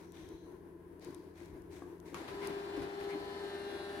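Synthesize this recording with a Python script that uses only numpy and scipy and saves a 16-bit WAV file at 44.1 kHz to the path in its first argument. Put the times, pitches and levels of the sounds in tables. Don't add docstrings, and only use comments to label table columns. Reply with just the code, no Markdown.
import sys
import numpy as np
from scipy import signal
from scipy.fft import rfft, irfft, next_fast_len
from scipy.io import wavfile
from scipy.ndimage import map_coordinates

SR = 44100
rng = np.random.default_rng(int(sys.argv[2]) if len(sys.argv) > 2 else 0)


def dump(signal):
    limited = np.clip(np.atleast_2d(signal).T, -1, 1)
    pcm = np.round(limited * 32767).astype(np.int16)
    wavfile.write(sys.argv[1], SR, pcm)


N = 176400

# (time [s], level [dB])
MOTOR_TONE = [(2.28, -66), (2.33, -46.5), (2.46, -43), (2.7, -46), (2.95, -44), (3.13, -41.5), (3.25, -48),
              (3.45, -44.5), (4.0, -47)]
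# (multiple of the coil cycle rate, level far away [dB], level close up [dB])
RUNNING_TONES = [(1.998, -63.5, -68), (2.99, -62.5, -70), (4.21, -66, -69), (5.96, -66.5, -57.5),
                 (7.005, -63, -60), (7.79, -70.0, -69), (8.01, -59, -58.5), (8.18, -64.0, -63.5),
                 (9, -59.5, -64.5), (10.02, -57.5, -64.5), (11, -64.5, -64), (12, -71, -67.5),
                 (12.78, -69, -71), (13.06, -64.5, -66.5), (14, -72, -63), (15.07, -75, -67),
                 (15.2, -72, -67), (16, -66, -59), (17.35, -68, -67.5), (18.02, -63, -60.5),
                 (20.16, -71, -70.5), (20.93, -70, -70), (23.1, -74, -74.5), (24, -74, -71.5),
                 (25.94, -72.0, -69), (27, -81, -72), (28, -86, -67), (29.9, -68, -66), (34.08, -76, -66),
                 (34.83, -73.5, -69), (35.7, -85.0, -71.0), (37, -81, -69.0), (39, -70.5, -66),
                 (40, -85.5, -70), (41, -78, -78), (42, -71.5, -68), (43, -87, -76), (43.64, -79.5, -72),
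                 (45.9, -76, -74), (47.9, -88, -80), (49, -84, -75.5), (53, -81, -79.5), (55.3, -81, -76)]
# (start [s], length [s], pitch [Hz], level [dB])
RINGING_HISSES = [(2.39, 0.1, 2200, -55), (3.06, .11, 2130, -54), (2.97, 0.76, 4440, -64.5),
                  (2.76, 2.4, 9900, -70)]
# (time [s], level [dB], brightness [dB per octave])
CASE_BUMPS = [(1.085, -46.5, -5), (1.41, -44.5, -1.5), (1.82, -39, 2.5), (2.126, -41, -1),
              (2.776, -34, -0.5), (2.812, -41.5, -6), (3.138, -46, 4)]
# (pitch [Hz], level [dB], time to fade by 60 dB [s])
CASE_NOTES = [(163, -16, 0.12), (296.5, -5, 0.11), (342.3, -0.5, 0.094), (438, -2, 0.03),
              (728, -9.5, 0.038), (1126, -13.5, 0.037), (1620, -18.5, 0.038)]
# (time [s], level [dB], left over right [dB])
TICK_HITS = [(.1214, -37.5, 15), (.2898, -39.5, 15), (.9967, -46, 15), (1.0478, -34, 20), (1.1078, -44, 8),
             (1.1469, -33, 14), (1.4587, -42, 14), (1.6206, -48, 15), (2.0016, -40.5, 16),
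             (2.4731, -25.5, 1)]
# (start [s], level [dB], rise [s], time to fade by 60 dB [s])
RUSTLE_STROKES = [(2.147, -50, 0.0031, 0.42), (2.275, -48, 0.007, 0.23), (2.40, -48, 0.041, 0.62),
                  (2.76, -51, 0.0064, 0.4), (2.808, -49, 0.019, 0.23), (2.99, -52.5, 0.019, 0.4),
                  (3.08, -52.5, .025, 0.24)]
THUD_STROKES = [(.21, -57, 0.03, .25), (.33, -55, 0.033, 0.25), (1.42, -58, 0.08, 1.5),
                (1.595, -53.5, 0.028, .4), (2.77, -57, 0.036, 0.45)]
SHUDDER_STROKES = [(2.17, -50, 0.04, 0.55), (2.44, -45, 0.055, 0.33), (2.82, -50.5, .02, .3),
                   (3.11, -45, 0.059, 0.44)]
# (start [s], level [dB], rise [s], time to fade by 60 dB [s], band [Hz], band gain [dB])
SWISH_STROKES = [(-.03, -63.5, 0.021, 0.59, 3000, -1), (.125, -63, 0.03, 1, 3360, 8),
                 (1.0, -63, 0.026, 0.99, 4700, 7.5), (1.337, -64, 0.059, 0.88, 2090, 3),
                 (1.7, -62, 0.027, 0.83, 7750, 3), (2.048, -62, .02, 1, 2140, 2)]
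# (start [s], length [s], middle pitch [Hz], level [dB])
THIN_HISSES = [(-.25, 0.97, 5920, -76), (0, 0.66, 3980, -75)]
# (pitch [Hz], level [dB])
FAN_TONES = [(85.3, -63.5), (170.6, -62), (199.8, -68.5)]
# (frequency [Hz], relative level [dB])
GEAR_COLOUR = [(150, -27), (400, -7.5), (800, -1), (1750, -3), (2500, -13), (4300, -10.5), (6000, -26.5),
               (16000, -65)]
PAPER_COLOUR = [(120, -73), (200, -20), (249, -14.5), (401, -2), (456, -17.5), (529, -18), (806, -16),
                (1180, -27.5), (1740, -21), (2290, -29.5), (10300, -40.5), (14100, -45), (16000, -81)]
CLACK_COLOUR = [(200, -15), (700, -2), (1150, 6.5), (2300, 2.5), (3500, -10), (6500, -5), (9000, -17),
                (11000, -10), (16000, -35)]
TICK_COLOUR = [(1000, -40), (3500, -4), (6500, -1.5), (10000, 0.5), (13000, -4.5), (16000, -17)]
RUSTLE_COLOUR = [(100, 1.5), (1100, 0), (2200, -4), (3000, -8), (5000, -12.5), (7500, -23), (11000, -19),
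                 (16000, -36)]
THUD_COLOUR = [(20, -38), (45, -10), (65, 0.5), (110, -5.5), (250, -48), (1000, -80)]
SHUDDER_COLOUR = [(80, -35), (170, -10), (240, -14.5), (315, 2.5), (380, -7.5), (480, -13.5), (900, -19),
                  (3000, -50)]
SWISH_COLOUR = [(300, -14), (600, 7), (1200, 0), (1650, 2), (2200, 3.5), (2800, -4.5), (4000, -3.5),
                (5000, -8), (6100, -5.5), (7200, -10.5), (10000, -10.5), (16000, -19.5)]
FAN_COLOUR = [(20, -51), (45, -15), (178, -17), (214, -25), (250, -14), (345, -1.5), (385, -5.5),
              (478, -15), (530, -24.5), (650, -21), (770, -28.5), (900, -22.5), (1030, -20), (1200, -34.5),
              (1620, -29.5), (2280, -40), (3900, -48.5), (7500, -53), (10800, -44.5), (16000, -53.5)]
# (frequency [Hz], likeness [0 to 1])
LIKENESS = [(60, 0.86), (290, 0.93), (640, 0.51), (1410, 0.066), (3100, 0.029), (15000, 0.019)]

STEP_HZ, STEPS_PER_CYCLE, STEPS_PER_TURN = 400.1, 4, 20
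START_S, FULL_SPEED_S, FADE_IN_S, BUZZ_RISE_S = 2.145, 2.31, 0.027, 0.3
APPROACH_S = (2.98, 3.67)
MOTOR_LAG_S, CLICK_LAG_S = 0.00021, 0.0003
BUZZ_DB, GEARS_DB, PAPER_DB, FAN_DB = -1.5, -57.5, -51.5, -53


def printer():
    t = clock()
    steps = np.cumsum(STEP_HZ * (1 + 0.00069 * wobble(25))) / SR
    turns = steps / STEPS_PER_TURN
    far = np.interp(t, APPROACH_S, [1, 0])
    whine = motor(steps, far)
    jerks = unit(np.exp(0.2 * np.cos(np.pi * steps)) * amp(np.cos(2 * np.pi * turns)))
    gears = amp(GEARS_DB - far) * coloured(gear_chatter(turns) * jerks, GEAR_COLOUR)
    paper_gain = amp(PAPER_DB + 0.87 * wobble(12))
    paper = paper_gain * coloured(rng.standard_normal((2, N)) * jerks, PAPER_COLOUR)
    running = ramp(START_S, FADE_IN_S)
    return whine + running * (gears + paper) + narrow_hiss(RINGING_HISSES, width=0.11, rise_per_s=0)


def motor(steps, far):
    stereo_steps = steps - np.array([[0], [MOTOR_LAG_S * STEP_HZ]])
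    tone_db = np.interp(clock(), *np.transpose(MOTOR_TONE)) + 0.48 * wobble(22.13)
    tone = ramp(FULL_SPEED_S - FADE_IN_S, FADE_IN_S) * amp(tone_db) * np.sin(2 * np.pi * stereo_steps)
    buzz = np.zeros((2, N))
    for multiple, far_db, near_db in RUNNING_TONES:
        hz = multiple * STEP_HZ / STEPS_PER_CYCLE
        unlike = 1 - np.clip(along(LIKENESS, hz), 0, 1)
        phase = 2 * np.pi * (multiple * stereo_steps / STEPS_PER_CYCLE + rng.random())
        phase += 1.3 * unlike * np.array([wobble(2.49), wobble(2.5)])
        flutter_db = 2.5 * min(hz / 3000, 1) * wobble(16)
        drift_db = 1.5 * np.array([wobble(2.41), wobble(2.44)])
        buzz += amp(far * far_db + (1 - far) * near_db + flutter_db + drift_db) * np.sin(phase)
    return np.sqrt(2) * (tone + amp(BUZZ_DB) * ramp(START_S, BUZZ_RISE_S) * buzz)


def gear_chatter(turns):
    teeth = rng.standard_normal((2, int(SR * STEPS_PER_TURN / STEP_HZ)))
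    return np.array([np.interp(turns % 1 * len(row), np.arange(len(row)), row) for row in teeth])


def clack(crack_db=-29.5, ring_hz=1100, ring_db=-46.5, ring_s=0.12):
    t = np.maximum(clock() - START_S, 0)
    ring = amp(ring_db - 60 * t / ring_s) * np.sin(2 * np.pi * ring_hz * t)
    return ring + cracks([(START_S - .0005, crack_db, 0)], CLACK_COLOUR, fade_s=0.012, rattle_db=-10.5)


def bumps(onset_s=0.00087):
    out = np.zeros(N)
    for start, db, brightness in CASE_BUMPS:
        t = np.maximum(clock() - start, 0)
        onset = 1 - np.exp(-t / onset_s)
        for hz, note_db, fade_s in CASE_NOTES:
            struck_db = db + note_db + brightness * np.log2(hz / 345) + rng.normal(0, 3.5)
            out += onset * amp(struck_db - 60 * t / fade_s) * np.sin(2 * np.pi * hz * t)
    return np.array([out, out])


def handling():
    return (strokes(RUSTLE_STROKES, RUSTLE_COLOUR, grain_db=1.5)
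            + strokes(THUD_STROKES, THUD_COLOUR, grain_db=4.5)
            + strokes(SHUDDER_STROKES, SHUDDER_COLOUR, grain_db=0.5))


def swishes(width=0.12):
    out = np.zeros((2, N))
    for *stroke, hz, band_db in SWISH_STROKES:
        brush = strokes([stroke], SWISH_COLOUR, grain_db=1.5)
        out += filtered(brush, lambda f: amp(band_db / (1 + ((f / hz - 1) / width) ** 2)))
    return out


def fan():
    hum = sum(amp(db + wobble(4.92)) * np.sin(2 * np.pi * hz * clock() + 0.39 * wobble(3.37))
              for hz, db in FAN_TONES)
    return hum + amp(FAN_DB + 1.6 * wobble(18)) * rush(FAN_COLOUR)


def room(x, fade_s=0.43, echo_db=-2.5):
    t = np.arange(SR // 2) / SR
    tail = rng.standard_normal((2, len(t))) * amp(-60 * t / fade_s)
    return x + amp(echo_db) * signal.fftconvolve(x, tail / np.linalg.norm(tail[0]), axes=1)[:, :N]


def cracks(rows, colour, fade_s, rattle_db):
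    out = np.zeros((2, N))
    for time, db, left_db in rows:
        for side, (start, level) in enumerate([(time, db), (time + CLICK_LAG_S, db - left_db)]):
            t = (np.arange(N) - round(start * SR)) / SR
            rattle = (t > 0) * amp(rattle_db - 60 * np.abs(t) / fade_s) * rng.standard_normal(N)
            out[side] += amp(level) * ((t == 0) + rattle)
    return filtered(out, lambda hz: amp(along(colour, hz)) / np.mean(amp(along(colour, hz))))


def strokes(rows, colour, grain_db):
    power = np.zeros(N)
    for start, db, rise_s, fade_s in rows:
        fallen_db = 60 * np.maximum(clock() - start - rise_s, 0) / fade_s
        power += (amp(db - fallen_db) * ramp(start, rise_s)) ** 2
    return np.sqrt(power) * unit(amp(grain_db * wobble(250))) * rush(colour)


def narrow_hiss(rows, width, rise_per_s):
    out = np.zeros((2, N))
    for start, length, hz, db in rows:
        progress = ramp(start, length)
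        phase = 2 * np.pi * np.cumsum(hz * (1 + rise_per_s * length * (progress - .5))) / SR
        a, b = filtered(rng.standard_normal((2, 2, N)), lambda f: 1 / (1 + (f / (width * hz)) ** 2))
        hiss = unit(a * np.cos(phase) + b * np.sin(phase))
        out += amp(db) * np.sin(np.pi * progress) ** 2 * hiss
    return out


def rush(colour):
    return coloured(rng.standard_normal((2, N)), colour)


def coloured(pair, colour):
    def gains(hz):
        angle = np.arccos(np.clip(along(LIKENESS, hz), -1, 1)) / 2
        return amp(along(colour, hz)) * [np.cos(angle), np.sin(angle)]
    mid, side = filtered(pair, gains)
    return np.array([mid + side, mid - side]) / np.std(mid)


def filtered(x, gain_at):
    size = next_fast_len(N + SR // 2)
    return irfft(rfft(x, size) * gain_at(np.fft.rfftfreq(size, 1 / SR)), size)[..., :N]


def wobble(rate):
    coarse = np.linspace(0, N / SR, 4000)
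    values = rng.standard_normal(int(N * rate / SR) + 4)
    return np.interp(clock(), coarse, map_coordinates(values, [coarse * rate]))


def along(points, hz):
    freqs, values = np.transpose(points)
    return np.interp(np.log(hz + 1), np.log(freqs + 1), values)


def panned(x, left_db):
    return x * amp([[left_db / 2], [-left_db / 2]])


def ramp(start, length):
    return np.clip((clock() - start) / length, 0, 1)


def amp(db):
    return 10 ** (np.asarray(db) / 20)


def unit(x):
    return x / np.sqrt(np.mean(x ** 2) + 1e-20)


def clock():
    return np.arange(N) / SR


def scene():
    hits = room(bumps() + clack())
    ticks = cracks(TICK_HITS, TICK_COLOUR, fade_s=0.0047, rattle_db=-14.5)
    hand = handling()
    hiss = swishes() + narrow_hiss(THIN_HISSES, width=0.065, rise_per_s=0.16)
    return (panned(printer(), left_db=3.5) + panned(hits + hand + fan(), left_db=4)
            + panned(hiss, left_db=4.5) + ticks)


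def record(dry, low_hz=25, top_hz=16000):
    low_cut = filtered(dry, lambda hz: 1 / np.sqrt(1 + (low_hz / (hz + 1)) ** 8))
    return filtered(low_cut, lambda hz: hz < top_hz)


dry = scene()
out = record(dry)
dump(out)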